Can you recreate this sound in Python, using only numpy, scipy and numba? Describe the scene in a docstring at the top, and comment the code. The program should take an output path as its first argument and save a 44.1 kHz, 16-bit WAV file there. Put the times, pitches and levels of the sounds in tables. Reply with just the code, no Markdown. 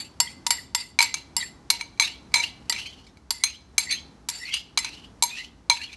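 """A steel spoon scrapes sauce out of a hand-held ceramic bowl in a quiet kitchen, close to one microphone.
A low rumble and a faint hiss run throughout. The scene opens on the fading tail of a clink; then strokes land
with a clink, many bounce, and the spoon drags or sweeps along the glaze. Bowl and spoon ring as sets of fading
tones. The rubbing hisses through the air gap under the spoon at a rising pitch; at times the edge squeals.
Around 3 s the touches are soft; firmer strokes follow to the end. The room adds a short tail to all of them."""
import sys
import numpy as np
from scipy import signal
from scipy.fft import rfft, irfft
from scipy.io import wavfile
from scipy.ndimage import uniform_filter1d
from numba import njit

SR = 44100
rng = np.random.default_rng(int(sys.argv[2]) if len(sys.argv) > 2 else 0)


def natural_amplitude(level_db):
    """Convert a level in decibels to a linear amplitude factor, elementwise."""
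    exponent = np.asarray(level_db, float) / 20
    return 10 ** exponent


def to_wav(sig):
    """Store sig (one row per channel, or 1-D mono) as 16-bit WAV at the path in sys.argv[1].

    Samples outside -1..1 are clipped; the rate is SR.
    """
    pcm = np.clip(np.atleast_2d(sig), -1, 1) * 32767
    pcm = np.round(pcm).astype(np.int16)
    wavfile.write(sys.argv[1], SR, pcm.T)  # frames by channels


N = 262836  # length in samples

# Blows of the spoon on the bowl, before hardness and chance change their tone:
# (time [s], crack level [dB], bowl ring level [dB], spoon ring level [dB], bowl's lowest mode level [dB])
BLOWS = [(0.2016, -3, -52, -17, -17), (0.4652, -4.5, -53, -23.5, -22), (0.5054, -5, -25, -15, -18.5),
         (0.5128, -18, -38, -24.5, -52), (0.7478, -3.5, -48, -19, -19.5),
         (0.9889, -5.5, -12.5, -26.5, -22.5), (1.0051, -17.5, -15, -23, -18.5),
         (1.0147, -8.5, -36, -23, -28), (1.0255, -4, -21, -19, -31), (1.141, -8.5, -21.5, -44, -45),
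         (1.3658, -12, -44, -21, -28), (1.702, 0.5, -21.5, -23.5, -29), (1.8105, -20, -26, -65, -37.5),
         (1.975, -55, -49, -60, -73), (1.9977, -4.5, -15, -37, -31), (2.007, -24, -19, -25, -27),
         (2.0204, -22, -14, -36.5, -37.5), (2.319, -50, -63.5, -54, -65),
         (2.3407, -3.5, -13.5, -21.5, -22.5), (2.3551, -20, -7.5, -48, -13.5),
         (2.3992, -28.5, -18.5, -36, -46), (2.655, -50, -69, -64, -67.5), (2.6965, -9, -49, -18.5, -29),
         (2.724, -11.5, -21.5, -49.5, -57), (2.7624, -26.5, -34, -44, -57), (2.8579, -47, -30, -56, -66),
         (3.067, -45.5, -51.5, -59.5, -57), (3.1712, -47.5, -54, -62.5, -61), (3.3059, -7, -32.5, -23, -34),
         (3.437, -3, -12.5, -39, -32.5), (3.7805, -6.5, -13, -21.5, -28),
         (3.9094, -26.5, -16.5, -43.5, -60), (3.924, -27, -17.5, -55, -63),
         (4.2871, -10.5, -31, -29, -29.5), (4.297, -12.5, -64.5, -51, -66), (4.5396, -17, -23.5, -47, -62),
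         (4.7742, -3.5, -15.5, -27, -25.5), (4.7873, -14, -33.5, -24.5, -61),
         (4.8457, -16, -23.5, -49.5, -33.5), (5.2241, -8.5, -18, -25.5, -18),
         (5.2353, -16, -21.5, -33.5, -20), (5.6983, -3, -11, -63, -13),
         (5.7125, -23.5, -16.5, -47.5, -16.5), (5.816, -35, -35, -48, -59), (5.9291, -36, -39, -69, -65)]
# Modes, the tones a body rings with; the hand-held bowl's come in close pairs. Blows vary them slightly:
# (frequency [Hz], relative level [dB], time to fade by 60 dB after a blow [s])
BOWL_MODES = [(939.4, -1.5, 0.1), (2180, -29.5, 0.18), (2270, 1, 0.07), (2316, -3, 0.057),
              (4068, 3.5, 0.039), (4117, -10.5, 0.16), (5970, -14.5, 0.024), (6280, -3, 0.041),
              (6378, -13.5, 0.15), (8896, -11.5, 0.06), (10050, -21, 0.048), (11200, -29, 0.093)]
# The spoon's modes: (frequency [Hz], relative level [dB], time to fade by 60 dB after a blow [s])
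SPOON_MODES = [(1950, -13.5, 0.17), (2050, -11, 0.31), (2900, -12, 0.087), (3510, -26, 0.32),
               (4500, -1, 0.061), (4690, 0.5, 0.057), (5250, -4.5, 0.098), (5487, -27, 0.062),
               (6640, -36.5, .12), (7270, -1.5, 0.024), (7526, -1.5, 0.11), (8200, -5, 0.042),
               (7710, -17, .07), (9720, -11, 0.092), (10540, -10, 0.064), (11410, -13, 0.088),
               (12620, -18, 0.037)]


def unit(x):
    """Scales a sound to rms 1."""
    return x / np.sqrt(np.mean(x ** 2))


def shape(points, hz):
    """Reads the gain at hz from (frequency [Hz], level [dB]) points on a log-frequency axis."""
    f, db = np.transpose(points)
    return natural_amplitude(np.interp(np.log(hz + 1), np.log(f), db))


def coloured(x, points):
    """Filters a sound with a curve of (frequency [Hz], level [dB]) points."""
    gain = shape(points, np.fft.rfftfreq(len(x), 1 / SR))
    return irfft(rfft(x) * gain, len(x))


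def pole(hz, t60):
    """Gives one sample's turn and decay of a mode, as a complex factor."""
    return np.exp(2j * np.pi * hz / SR - np.log(1000) / (t60 * SR))


def walk(rate):
    """Wanders at random with a spread near 1: levels held for 1 / rate seconds, then smoothed twice."""
    hold = int(SR / rate)
    steps = np.repeat(rng.standard_normal(N // hold + 1), hold)
    smooth = uniform_filter1d(uniform_filter1d(steps, hold), hold)
    return unit(smooth[:N])


def flutter(rate):
    """Wanders as a complex number of power near 1, to unsettle a tone's size and phase."""
    return (walk(rate) + 1j * walk(rate)) / np.sqrt(2)


@njit
def svf(x, hz, sharp):
    """Band-pass filter, a resonance with a moving centre and gain 1 there."""
    y, band, low, damping = np.empty(len(x)), 0., 0., 1 / sharp
    for i in range(len(x)):
        g = np.tan(np.pi * hz[i] / SR)
        v = (band + g * (x[i] - low)) / (1 + g * (g + damping))
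        band, low, y[i] = 2 * v - band, low + 2 * g * v, damping * v
    return y


def room_tone():
    """Filtered noise makes a faint hiss; noise through a wavering low resonance makes the rumble."""
    # Spectrum of the hiss: (frequency [Hz], relative level [dB])
    hiss_colour = [(24, -36), (40, -5.5), (267, -3.5), (576, -17), (733, -15), (827, -13), (1510, -21.5),
                   (2820, -29.5), (5790, -29.5), (11100, -42), (12500, -55), (16200, -84.5), (22000, -120)]
    hiss_db, rumble_hz, rumble_db = -53, 66.5, -56.5  # middle values, which waver below
    hiss = unit(coloured(rng.standard_normal(N), hiss_colour))
    hiss = hiss * natural_amplitude(hiss_db + 2.1 * walk(2.9))
    moving_hz = rumble_hz * (1 + 0.11 * walk(1.3))
    rumble = unit(svf(rng.standard_normal(N), moving_hz, 3.2))
    return hiss + rumble * natural_amplitude(rumble_db + 0.46 * walk(7.5))


def kitchen(x, gap_s=0.0013):
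    """Dense reflections, built as bands of fading noise, with fade times that depend on pitch."""
    # Fade of the room: (frequency [Hz], time to fade by 60 dB [s])
    tail = [(500, 0.19), (2000, 0.4), (5000, 0.43), (10000, 0.073)]
    t = np.arange(SR // 2) / SR
    hz, t60 = np.transpose(tail)
    echo = 0
    for f in 500 * 2. ** np.arange(0, 5):
        octave = signal.butter(2, [f / 1.41, f * 1.41], "bandpass", fs=SR, output="sos")
        band = signal.sosfilt(octave, rng.standard_normal(len(t)))
        echo = echo + band * natural_amplitude(-60 * t / np.interp(np.log(f), np.log(hz), t60))
    echo = echo * (1 - np.exp(-t / gap_s))  # the echo swells in
    return signal.fftconvolve(x, echo / np.sqrt(np.sum(echo ** 2)))[:N]


def squeals(lean=0.9):
    """Short, rough tones glide, swell and fade as the spoon's edge sticks and slips."""
    # Squeals, level before roughness:
    # (start time [s], length [s], start frequency [Hz], end frequency [Hz], level [dB])
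    glides = [(.268, 0.013, 2050, 2040, -35.5), (.274, 0.009, 3250, 3250, -36),
              (.572, 0.03, 2146, 1820, -38), (.818, 0.028, 2110, 2050, -45),
              (1.403, 0.05, 2095, 1806, -32.5), (1.408, 0.017, 3900, 3900, -32.5),
              (2.853, .021, 2490, 2580, -34), (2.84, .07, 3000, 3250, -39.5),
              (3.4, 0.073, 2080, 2050, -38.5), (3.855, 0.063, 1950, 2050, -38),
              (3.88, 0.069, 4490, 4500, -32), (3.89, .04, 2100, 2490, -36),
              (3.92, 0.031, 1900, 1900, -32.5), (3.96, 0.036, 3200, 3190, -38.5),
              (4.38, 0.067, 5430, 5400, -46), (4.395, 0.13, 1843, 2350, -38.5),
              (4.45, 0.04, 4500, 4130, -34.5), (4.47, 0.088, 2544, 2850, -41.5),
              (4.49, 0.073, 2085, 2250, -41), (4.505, 0.0665, 3170, 3400, -33.5),
              (4.51, .09, 4500, 5000, -39.5), (4.56, 0.058, 3095, 3270, -45), (5.3, 0.12, 2353, 2900, -39),
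              (5.365, 0.076, 1873, 2130, -40), (5.37, 0.058, 2900, 3000, -45),
              (5.79, 0.05, 1573, 2070, -43.5), (5.79, .06, 2400, 3000, -40.5),
              (5.81, 0.058, 4240, 4390, -39), (5.83, 0.08, 3180, 3400, -51)]
    out = np.zeros(N)
    shake = .4 + .9 * flutter(300)
    for k, (s, length, from_hz, to_hz, db) in enumerate(glides):
        u = np.linspace(0, 1, int(length * SR))
        hz = from_hz * (to_hz / from_hz) ** u
        turn = np.exp(2j * np.pi * np.cumsum(hz) / SR)
        i = int(s * SR)
        rough = np.roll(shake, 7919 * k)[i:i + len(u)]  # another stretch for each squeal
        swell = np.sin(np.pi * u ** lean)
        out[i:i + len(u)] += natural_amplitude(db) * np.sqrt(2) * swell * (turn * rough).imag
    return out


def contacts():
    """Adds up all drags and sweeps into gains over time of hiss, bowl and spoon, and the gap's pitch."""
    # Drags after a landing; the first row is the fading tail of a clink:
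    # (time [s], hiss level [dB], hold [s], bowl over hiss [dB], spoon over hiss [dB])
    landings = [(0.001, -42.5, .012, -13, -4.5), (0.214, -45.5, 0.012, -14.5, 9),
                (0.508, -45.5, 0.02, -17.5, 11), (0.759, -47.5, 0.048, -17, 3),
                (1.017, -29.5, 0.024, -4, -11), (1.142, -52.5, .021, 4, -8),
                (1.377, -46.5, 0.035, -16.5, 4), (1.704, -34.5, 0.01, 5, -5.5),
                (1.795, -42.5, 0.0049, 2.5, -31.5), (2.016, -25.5, .03, -12.5, -21),
                (2.341, -27, 0.038, 2.5, -12), (2.732, -33.5, 0.054, -4.5, -36),
                (3.319, -53.5, 0.034, -13, 9.5), (3.446, -33.5, .03, -17, -20),
                (3.788, -40, .025, -10.5, 0), (3.896, -35, .015, -17.5, -22), (4.311, -53, .11, 0, 4),
                (4.539, -42.5, .021, -21, -13), (4.784, -39, .015, -13, -8), (4.848, -36.5, .04, -10, -29),
                (5.243, -49, .05, 0, 2.5), (5.709, -33.5, .03, -9, -9.5)]
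    # Sweeps, where the edge leans in and wipes sauce along:
    # (peak time [s], hiss level [dB], build-up [s], gap resonance at the peak [Hz])
    wipes = [(0.285, -39, 0.023, 2170), (1.415, -43.5, .021, 1984), (1.75, -31.5, 0.028, 2900),
             (2.08, -40.5, 0.031, 2550), (2.44, -29.5, 0.092, 2720), (2.865, -40, 0.027, 2800),
             (2.929, -50, 0.1, 3220), (3.075, -51, 0.63, 3494), (3.915, -25.5, 0.024, 2388),
             (3.994, -44, .08, 3156), (4.48, -37, 0.061, 2500), (4.55, -32, 0.12, 3130),
             (4.598, -42.5, .08, 3300), (4.95, -41, 0.033, 2980), (5.048, -51, 0.34, 2967),
             (5.376, -29, .06, 2680), (5.449, -39.5, 0.15, 2900), (5.84, -34.5, 0.032, 2780),
             (5.93, -38.5, .06, 2370)]
    attack_s, build_db = 0.0042, 25  # a contact climbs by build_db during its attack or build-up
    fade_db_per_s, lift_db_per_s = 229, 454  # every drag fades at one shared pace; every sweep lifts away faster
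    drag_gap_hz, rise_oct_per_s = 2250, 4  # the gap closes as the spoon nears the rim
    sweep_ring_db = -35  # both bodies, over the hiss; sauce muffles them
    rows = []
    for s, db, hold, bowl_db, spoon_db in landings:
        rows.append((s, db, attack_s, hold, fade_db_per_s, drag_gap_hz, bowl_db, spoon_db))
    for s, db, build, hz in wipes:
        rows.append((s, db, build, 0, lift_db_per_s, hz, sweep_ring_db, sweep_ring_db))
    hiss, bowl, spoon, octaves = np.full((4, N), 1e-9)
    for s, db, build, hold, fade, hz, bowl_db, spoon_db in rows:
        t = np.arange(N) / SR - s
        gain = natural_amplitude(db + build_db * np.minimum(t, 0) / build - fade * np.maximum(t - hold, 0))
        hiss = hiss + gain
        bowl = bowl + gain * natural_amplitude(bowl_db)
        spoon = spoon + gain * natural_amplitude(spoon_db)
        # the stronger contact counts more in the pitch, in octaves from 2500 Hz
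        octaves = octaves + gain * (np.log2(hz / 2500) + rise_oct_per_s * np.clip(t, -.08, .15))
    return hiss, bowl, spoon, 2500 * 2 ** (octaves / hiss)


def rubbed(force, modes):
    """Friction drives a body's modes; touch shortens the ring, and each mode's drive wanders in level."""
    out = 0
    for hz, db, t60 in modes:
        p = pole(hz, .55 * t60)
        moving_force = force * natural_amplitude(3.5 * walk(18))  # the moving contact favours one mode after another
        ring = signal.lfilter([np.sqrt(1 - abs(p) ** 2)], [1, -p], moving_force)
        out = out + natural_amplitude(db) * ring.imag
    return out


def rasp(slips, t60=.11):
    """Grit is heard bare and through the crowd of minor modes between the main ones."""
    # Spectrum of the rasp: (frequency [Hz], relative level [dB])
    colour = [(500, -36), (1200, -43), (2000, -15.5), (3500, 1), (6000, 8), (9000, -16.5), (12500, -15)]
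    minor_hz = 1200 * 1.06 ** (np.arange(40) + rng.uniform(-.4, .4, 40))
    minor = [(f, 20 * np.log10(shape(colour, f) * np.sqrt(f)), t60) for f in minor_hz]
    ringing = unit(rubbed(slips, minor))
    bare = unit(coloured(slips, colour))
    return natural_amplitude(-18.5) * ringing + natural_amplitude(-17) * bare


def drags():
    """Dense stick-slip grit drives the air gap under the spoon and both bodies."""
    hiss, on_bowl, on_spoon, gap_hz = contacts()
    grit_db = 1.5 * rng.exponential(size=N) + 2.3 * walk(120)
    slips = unit(rng.standard_normal(N) * natural_amplitude(grit_db))
    gap_hz = gap_hz * (1 + 0.019 * walk(30))
    sharp = 12.
    gap = natural_amplitude(-5) * unit(svf(slips, gap_hz, sharp)) * natural_amplitude(4.0 * walk(60))
    # the gap's second resonance lies 1.45 times higher
    upper = unit(svf(slips, 1.45 * gap_hz, 2 * sharp))
    gap = gap + natural_amplitude(-15) * upper * natural_amplitude(6.1 * walk(44))
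    bowl = rubbed(slips * on_bowl, BOWL_MODES)
    spoon = rubbed(slips * on_spoon, SPOON_MODES)
    return hiss * (gap + rasp(slips)) + natural_amplitude(-11.0) * bowl + spoon


def hardness():
    """Tilts each blow's tone, in dB per octave; louder cracks and quick bounces are harder."""
    # Hardness varies from blow to blow, interpolated between these times: (time [s], tilt [dB per octave])
    tilts = [(.2, 5), (.99, -1), (1.37, 7.5), (2.0, 2), (2.4, 0.5), (2.75, 0.5), (3.44, 6.5), (4.5, 9),
             (4.8, -1.5), (5.23, 10.5), (5.7, 1.4)]
    bounce_s, bounce_tilt = .015, 2.5  # a blow this soon after another is a bounce; its extra dB per octave
    tilt_per_db = 0.13  # dB per octave for each dB of crack
    s, crack_db = np.transpose(BLOWS)[:2]
    is_bounce = np.diff(s, prepend=0) < bounce_s
    return np.interp(s, *np.transpose(tilts)) + tilt_per_db * crack_db + bounce_tilt * is_bounce


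def cracks(rise_s=0.0038, fall_s=0.003):
    """A short puff of broad noise as steel meets glaze, brighter for a harder blow."""
    # Spectrum of a crack before the hardness tilt: (frequency [Hz], relative level [dB])
    crack_colour = [(300, -37.5), (600, -16), (1000, 6.5), (2000, 1), (4000, 9.5), (7000, 6.5),
                    (10000, -3.5), (12500, -5)]
    out, t = np.zeros(N + 2048), np.arange(2048) / SR
    puff = (1 - np.exp(-t / rise_s)) * np.exp(-t / fall_s)
    for (s, db, *_), hard in zip(BLOWS, hardness()):
        colour = [(f, g + 0.27 * hard * np.log2(f / 4000)) for f, g in crack_colour]
        i = int(s * SR)
        out[i:i + 2048] += natural_amplitude(db) * puff * unit(coloured(rng.standard_normal(2048), colour))
    return out[:N]


@njit
def strike(out, starts, poles, gains, pushes, shake, skips, unsettle):
    """Every blow builds up every mode over its push; the lingering touch then shakes what rings on."""
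    for e in range(len(starts)):
        for k in range(poles.shape[1]):
            z, i, left, clean = gains[e, k], starts[e], 1., 1.
            while i < len(out) and abs(z.real) + abs(z.imag) > 1e-5:
                wobble = clean + (1 - clean) * shake[(i + skips[k]) % len(out)]
                out[i] += (1 - left) * (z * wobble).imag
                z, left, clean = z * poles[e, k], left * pushes[e], clean * unsettle
                i += 1
    return out


def clinks(push_s=0.00016, unsettle_s=0.016):
    """Each blow rings both bodies on another spot; a harder contact favours the upper modes."""
    s, crack_db, bowl_db, spoon_db, low_db = np.transpose(BLOWS)[:, :, None]
    hard = hardness()[:, None]
    hz, db, t60 = np.transpose(BOWL_MODES + SPOON_MODES)
    is_bowl = np.arange(len(hz)) < len(BOWL_MODES)
    body_db = np.where(is_bowl, bowl_db, spoon_db) + hard * np.log2(hz / 4000)
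    body_db[:, :1] = low_db  # the bowl's lowest mode has its own level
    # the spot changes pitch, fade time, level and phase a little by chance
    chance = rng.standard_normal((len(s), 4 * len(hz))).reshape(len(s), 4, -1)
    poles = pole(hz * (1 + .003 * chance[:, 0]), t60 * np.exp(.12 * chance[:, 1]))
    gains = natural_amplitude(body_db + db + 2.2 * chance[:, 2]) * np.exp(2j * chance[:, 3])
    # a glancing blow, all ring and little crack, pushes for longer than push_s
    glance_db = np.clip(np.maximum(bowl_db, spoon_db) - crack_db, 0, 14)[:, 0]
    pushes = np.exp(-1 / (SR * push_s * natural_amplitude(2.5 * glance_db)))
    starts = (s[:, 0] * SR).astype(np.int64)
    skips = rng.integers(N, size=len(hz))  # each mode reads another stretch of the shaking
    unsettle = np.exp(-1 / (SR * unsettle_s))
    return strike(np.zeros(N), starts, poles, gains, pushes, flutter(130), skips, unsettle)


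def scene():
    """Adds up spoon and bowl close by, their echo and the room tone."""
    near = clinks() + cracks() + drags() + squeals()
    # the close sounds keep little below 600 Hz
    near = signal.sosfilt(signal.butter(4, 600, "highpass", fs=SR, output="sos"), near)
    return (near + natural_amplitude(-18.5) * kitchen(near) + room_tone())[None]


def band_limit(x):
    """A steep low-pass at the top of the band."""
    return signal.sosfilt(signal.butter(12, 13140, fs=SR, output="sos"), x)


def record(dry):
    """The microphone loses the lowest and the highest tones, below 42 Hz and above 11900 Hz."""
    x = signal.sosfilt(signal.butter(4, 42, "highpass", fs=SR, output="sos"), dry)
    x = signal.sosfilt(signal.ellip(8, .3, 60, 11900, fs=SR, output="sos"), x)
    return band_limit(x)


dry = scene()
out = record(dry)
to_wav(out)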